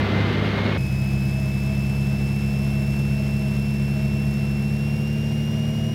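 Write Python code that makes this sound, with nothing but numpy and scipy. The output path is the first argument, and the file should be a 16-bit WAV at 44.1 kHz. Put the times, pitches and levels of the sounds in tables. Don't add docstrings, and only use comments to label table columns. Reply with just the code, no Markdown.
import sys
import numpy as np
from scipy import signal
from scipy.fft import rfft, irfft
from scipy.io import wavfile

SR = 44100
rng = np.random.default_rng(int(sys.argv[2]) if len(sys.argv) > 2 else 0)


def generate_wav(signal):
    frames = np.transpose(np.atleast_2d(signal))
    scaled = np.clip(frames, -1, 1) * 32767
    pcm = np.round(scaled).astype(np.int16)
    wavfile.write(sys.argv[1], SR, pcm)


N = 261954

# (frequency [Hz], rms level [dB], time at full level [s])
WHISTLES = [(10908, -73, 0), (11442, -73, 0), (10543, -69, 3.0)]
# (frequency [Hz], density [dB re 1/Hz])
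SLIPSTREAM_SPECTRUM = [(25, -69), (45, -64), (65, -61), (125, -48), (170, -50.5), (380, -55), (600, -59.5),
                       (1000, -64), (1800, -64), (2800, -69), (3400, -69.5), (4250, -75), (5200, -83.5),
                       (7000, -95.5), (9500, -101), (15000, -103.8)]
HULL_SPECTRUM = [(25, -82), (40, -73), (58, -61), (85, -61), (130, -55.5), (220, -63), (280, -68),
                 (480, -72), (850, -77), (1200, -80.5), (1650, -78.5), (3100, -84), (5500, -90),
                 (8800, -96.5), (15000, -96.5)]
TRIM_SPECTRUM = [(2000, -110), (4500, -96.5), (7000, -94), (9000, -97.5), (10800, -92), (15000, -104.5)]
# (frequency [Hz], bandwidth [Hz], peak density [dB re 1/Hz])
PANEL_MODES = [(615, 33, -70), (720, 93, -73.5), (995, 34, -78.5), (2142, 40, -75), (2258, 62, -77),
               (2514, 300, -80), (3310, 300, -86.5)]
# (time [s], peak level [dB re GUST_REFERENCE_DB])
GUSTS = [(1.429, -35.5), (1.709, -40.5), (2.091, -41), (2.639, -40.5), (2.849, -39), (3.199, -37),
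         (3.419, -36), (3.979, -38), (4.149, -41), (4.419, -42.5), (5.639, -40), (5.829, -39.5)]
# (harmonic [number], level [dB re WING_WHINE_DB])
WING_WHINE = [(1, -1), (3, -27), (4, -39)]
# (harmonic [number], rms level [dB])
FAR_WHINE = [(1, -60.5), (2, -59), (3, -71)]
NEAR_WHINE = [(1, -41), (2, -52.5), (3, -70)]
# (time [s], speed gained [rpm])
FAR_PUSHES = [(.777, 122), (5.1, 45)]
NEAR_PUSHES = [(.777, 104), (4.61, 185)]
# (time [s], speed [rpm])
WING_SPEED = [(0, 1997), (.3, 2034), (.78, 2052)]
# (order [cycles/turn], rms level [dB])
EXHAUST_ORDERS = [(2, -36.5), (3, -24.3), (4.5, -34), (5.5, -37), (6, -30.5), (7, -35.5), (10, -44),
                  (11.5, -42), (12, -42.5), (14.5, -44), (16, -48), (18, -50), (20.5, -50), (34.5, -50)]
# (order [cycles/turn], rms level at reference speed [dB], slope [dB/rpm])
FAR_ORDERS = [(2, -46.5, .09), (3, -43, 0.0046), (4, -39.3, -0.05), (4.5, -58, 0.14), (6, -37.5, -.03),
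              (6.5, -59, -0.2), (7, -55.5, 0.08), (8, -60, 0.1), (9, -57.5, -.01), (10, -47.5, .03),
              (12, -54, 0.045)]
# (order [cycles/turn], level at reference speed [dB], slope below it [dB/rpm], slope above it [dB/rpm])
NEAR_ORDERS = [(2, -31.5, -0.011, -.044), (3, -37.5, -0.038, .078), (3.5, -62, 0, 0),
               (4, -24.5, 0.0066, -0.0037), (4.5, -42, .025, -.006), (5.5, -57, -0.04, 0),
               (6, -27.3, 0.041, -.001), (8, -52, .005, 0.0407), (10, -45, 0.0025, 0.0018),
               (12, -49, 0.076, .03), (12.5, -57, .08, -0.0475), (14, -49.5, 0.081, .018),
               (15, -62, .08, 0), (16, -66, .05, 0)]

CABIN_FROM_S, FADE_FROM_S = .777, 2.66
NEAR_REFERENCE_RPM, FAR_REFERENCE_RPM = 2100, 1970
NEAR_WHINE_PER_TURN, FAR_WHINE_PER_TURN = 76.95, 76.88
WING_WHINE_DB, GUST_REFERENCE_DB = -38.5, -10.5
TIME = np.arange(N) / SR


def from_db(db):
    return 10 ** (np.asarray(db) / 20)


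def cycles(hz):
    return np.cumsum(hz) / SR


def drift(rate_hz):
    hz = np.arange(N // 2 + 1) * SR / N
    wander = irfft(rfft(rng.standard_normal(N)) / (1 + (hz / rate_hz) ** 2), N)
    return wander / np.sqrt(np.mean(wander ** 2) + 1e-20)


def tone(phase, db):
    return np.sqrt(2) * from_db(db) * np.cos(2 * np.pi * phase)


def fade_db(db_per_s):
    db = -db_per_s * np.maximum(TIME - FADE_FROM_S, 0)
    return db - np.mean(db)


def turbulence(spectrum):
    hz, db = np.transpose(spectrum)
    bins = np.maximum(np.arange(N // 2 + 1) * SR / N, 1)
    gain = from_db(np.interp(np.log(bins), np.log(hz), db)) * np.sqrt(SR / 2)
    return irfft(rfft(rng.standard_normal(N)) * gain, N)


def resonate(force, hz, width_hz):
    r = np.exp(-np.pi * width_hz / SR)
    feedback = [1, -2 * r * np.cos(2 * np.pi * hz / SR), r * r]
    return signal.lfilter(np.array([1, 0, -1]) * (1 - r * r) / 2, feedback, force)


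def whistles():
    return sum(tone(hz * TIME, db) * np.clip(TIME - full_s + 1, 0, 1) for hz, db, full_s in WHISTLES)


def trim_buzz(turns):
    shake_db = 1.3 * np.cos(2 * np.pi * turns) + 2.9 * np.cos(2 * np.pi * 2 * turns)
    return turbulence(TRIM_SPECTRUM) * from_db(fade_db(1.5) + shake_db + 1.7 * drift(220))


def hull_rush():
    panels = sum(resonate(rng.standard_normal(N), hz, width) * from_db(db)
                 for hz, width, db in PANEL_MODES) * np.sqrt(SR / 2)
    return (turbulence(HULL_SPECTRUM) + panels) * from_db(fade_db(.4) + .63 * drift(34))


def gap_moan():
    half_width_s, lull_db = .092, -54.5
    gusts = sum(from_db(GUST_REFERENCE_DB + db) * np.exp(-((TIME - s) / half_width_s) ** 2)
                for s, db in GUSTS)
    pitch_hz = 642.6 + 12 * drift(25.7)
    return (from_db(lull_db) + gusts) * tone(cycles(pitch_hz), 3.1 * drift(51))


def slipstream(turns):
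    chop = 1 + .066 * np.cos(2 * np.pi * 2 * turns)
    return turbulence(SLIPSTREAM_SPECTRUM) * chop * from_db(.73 * drift(20))


def alternator(phase, turns, partials, waver_db, flutter, jerk):
    uneven_phase = phase + flutter * drift(28) + jerk * np.sin(2 * np.pi * 2 * turns)
    return sum(tone(k * uneven_phase, db + waver_db * drift(90)) for k, db in partials)


def shaft_rpm(start_rpm, pushes, lag_s=1.33):
    return start_rpm + sum(gain * (1 - np.exp(-np.maximum(TIME - s, 0) / lag_s)) for s, gain in pushes)


def engine(turns, orders, waver_db, wobble_turns):
    angle = turns + wobble_turns * drift(3)
    dispersion = .03
    return sum(tone(k * angle - dispersion * k * k, db + waver_db * drift(1.5)) for k, db in orders)


def far_engine(rpm, turns):
    orders = [(k, db + slope * (rpm - FAR_REFERENCE_RPM)) for k, db, slope in FAR_ORDERS]
    drone = engine(turns, orders, waver_db=.6, wobble_turns=.0015)
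    whine = alternator(FAR_WHINE_PER_TURN * turns, turns, FAR_WHINE, waver_db=2, flutter=.061, jerk=.03)
    return drone + whine


def near_engine(rpm, turns):
    below = np.minimum(rpm - NEAR_REFERENCE_RPM, 0)
    above = np.maximum(rpm - NEAR_REFERENCE_RPM, 0)
    orders = [(k, db + slope_below * below + slope_above * above)
              for k, db, slope_below, slope_above in NEAR_ORDERS]
    drone = engine(turns, orders, waver_db=.2, wobble_turns=.0007)
    whine = alternator(NEAR_WHINE_PER_TURN * turns, turns, NEAR_WHINE,
                       waver_db=1.07, flutter=.015, jerk=.022)
    return (drone + whine) * from_db(fade_db(.45))


def wing():
    rpm = np.interp(TIME, *np.transpose(WING_SPEED))
    turns = cycles(rpm / 60)
    whine_hz = 2068 + 217 * TIME ** 2
    partials = [(k, WING_WHINE_DB + db) for k, db in WING_WHINE]
    rush = slipstream(turns)
    whine = alternator(cycles(whine_hz), turns, partials, waver_db=.5, flutter=.035, jerk=.018)
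    return rush + whine + engine(turns, EXHAUST_ORDERS, waver_db=.9, wobble_turns=.0032)


def cabin():
    near_rpm, far_rpm = shaft_rpm(2004, NEAR_PUSHES), shaft_rpm(1857.7, FAR_PUSHES)
    near_turns = cycles(near_rpm / 60) + .0025 * drift(1.5)
    far_turns = cycles(far_rpm / 60) - 1.235
    engines = near_engine(near_rpm, near_turns) + far_engine(far_rpm, far_turns)
    return engines + hull_rush() + trim_buzz(near_turns) + gap_moan()


def scene():
    inside = np.clip((TIME - CABIN_FROM_S) / .0049 + .5, 0, 1)
    return ((1 - inside) * wing() + inside * cabin() + whistles())[None]


def record(dry):
    return signal.sosfilt(signal.ellip(12, .1, 90, 15750, fs=SR, output="sos"), dry)


dry = scene()
out = record(dry)
generate_wav(out)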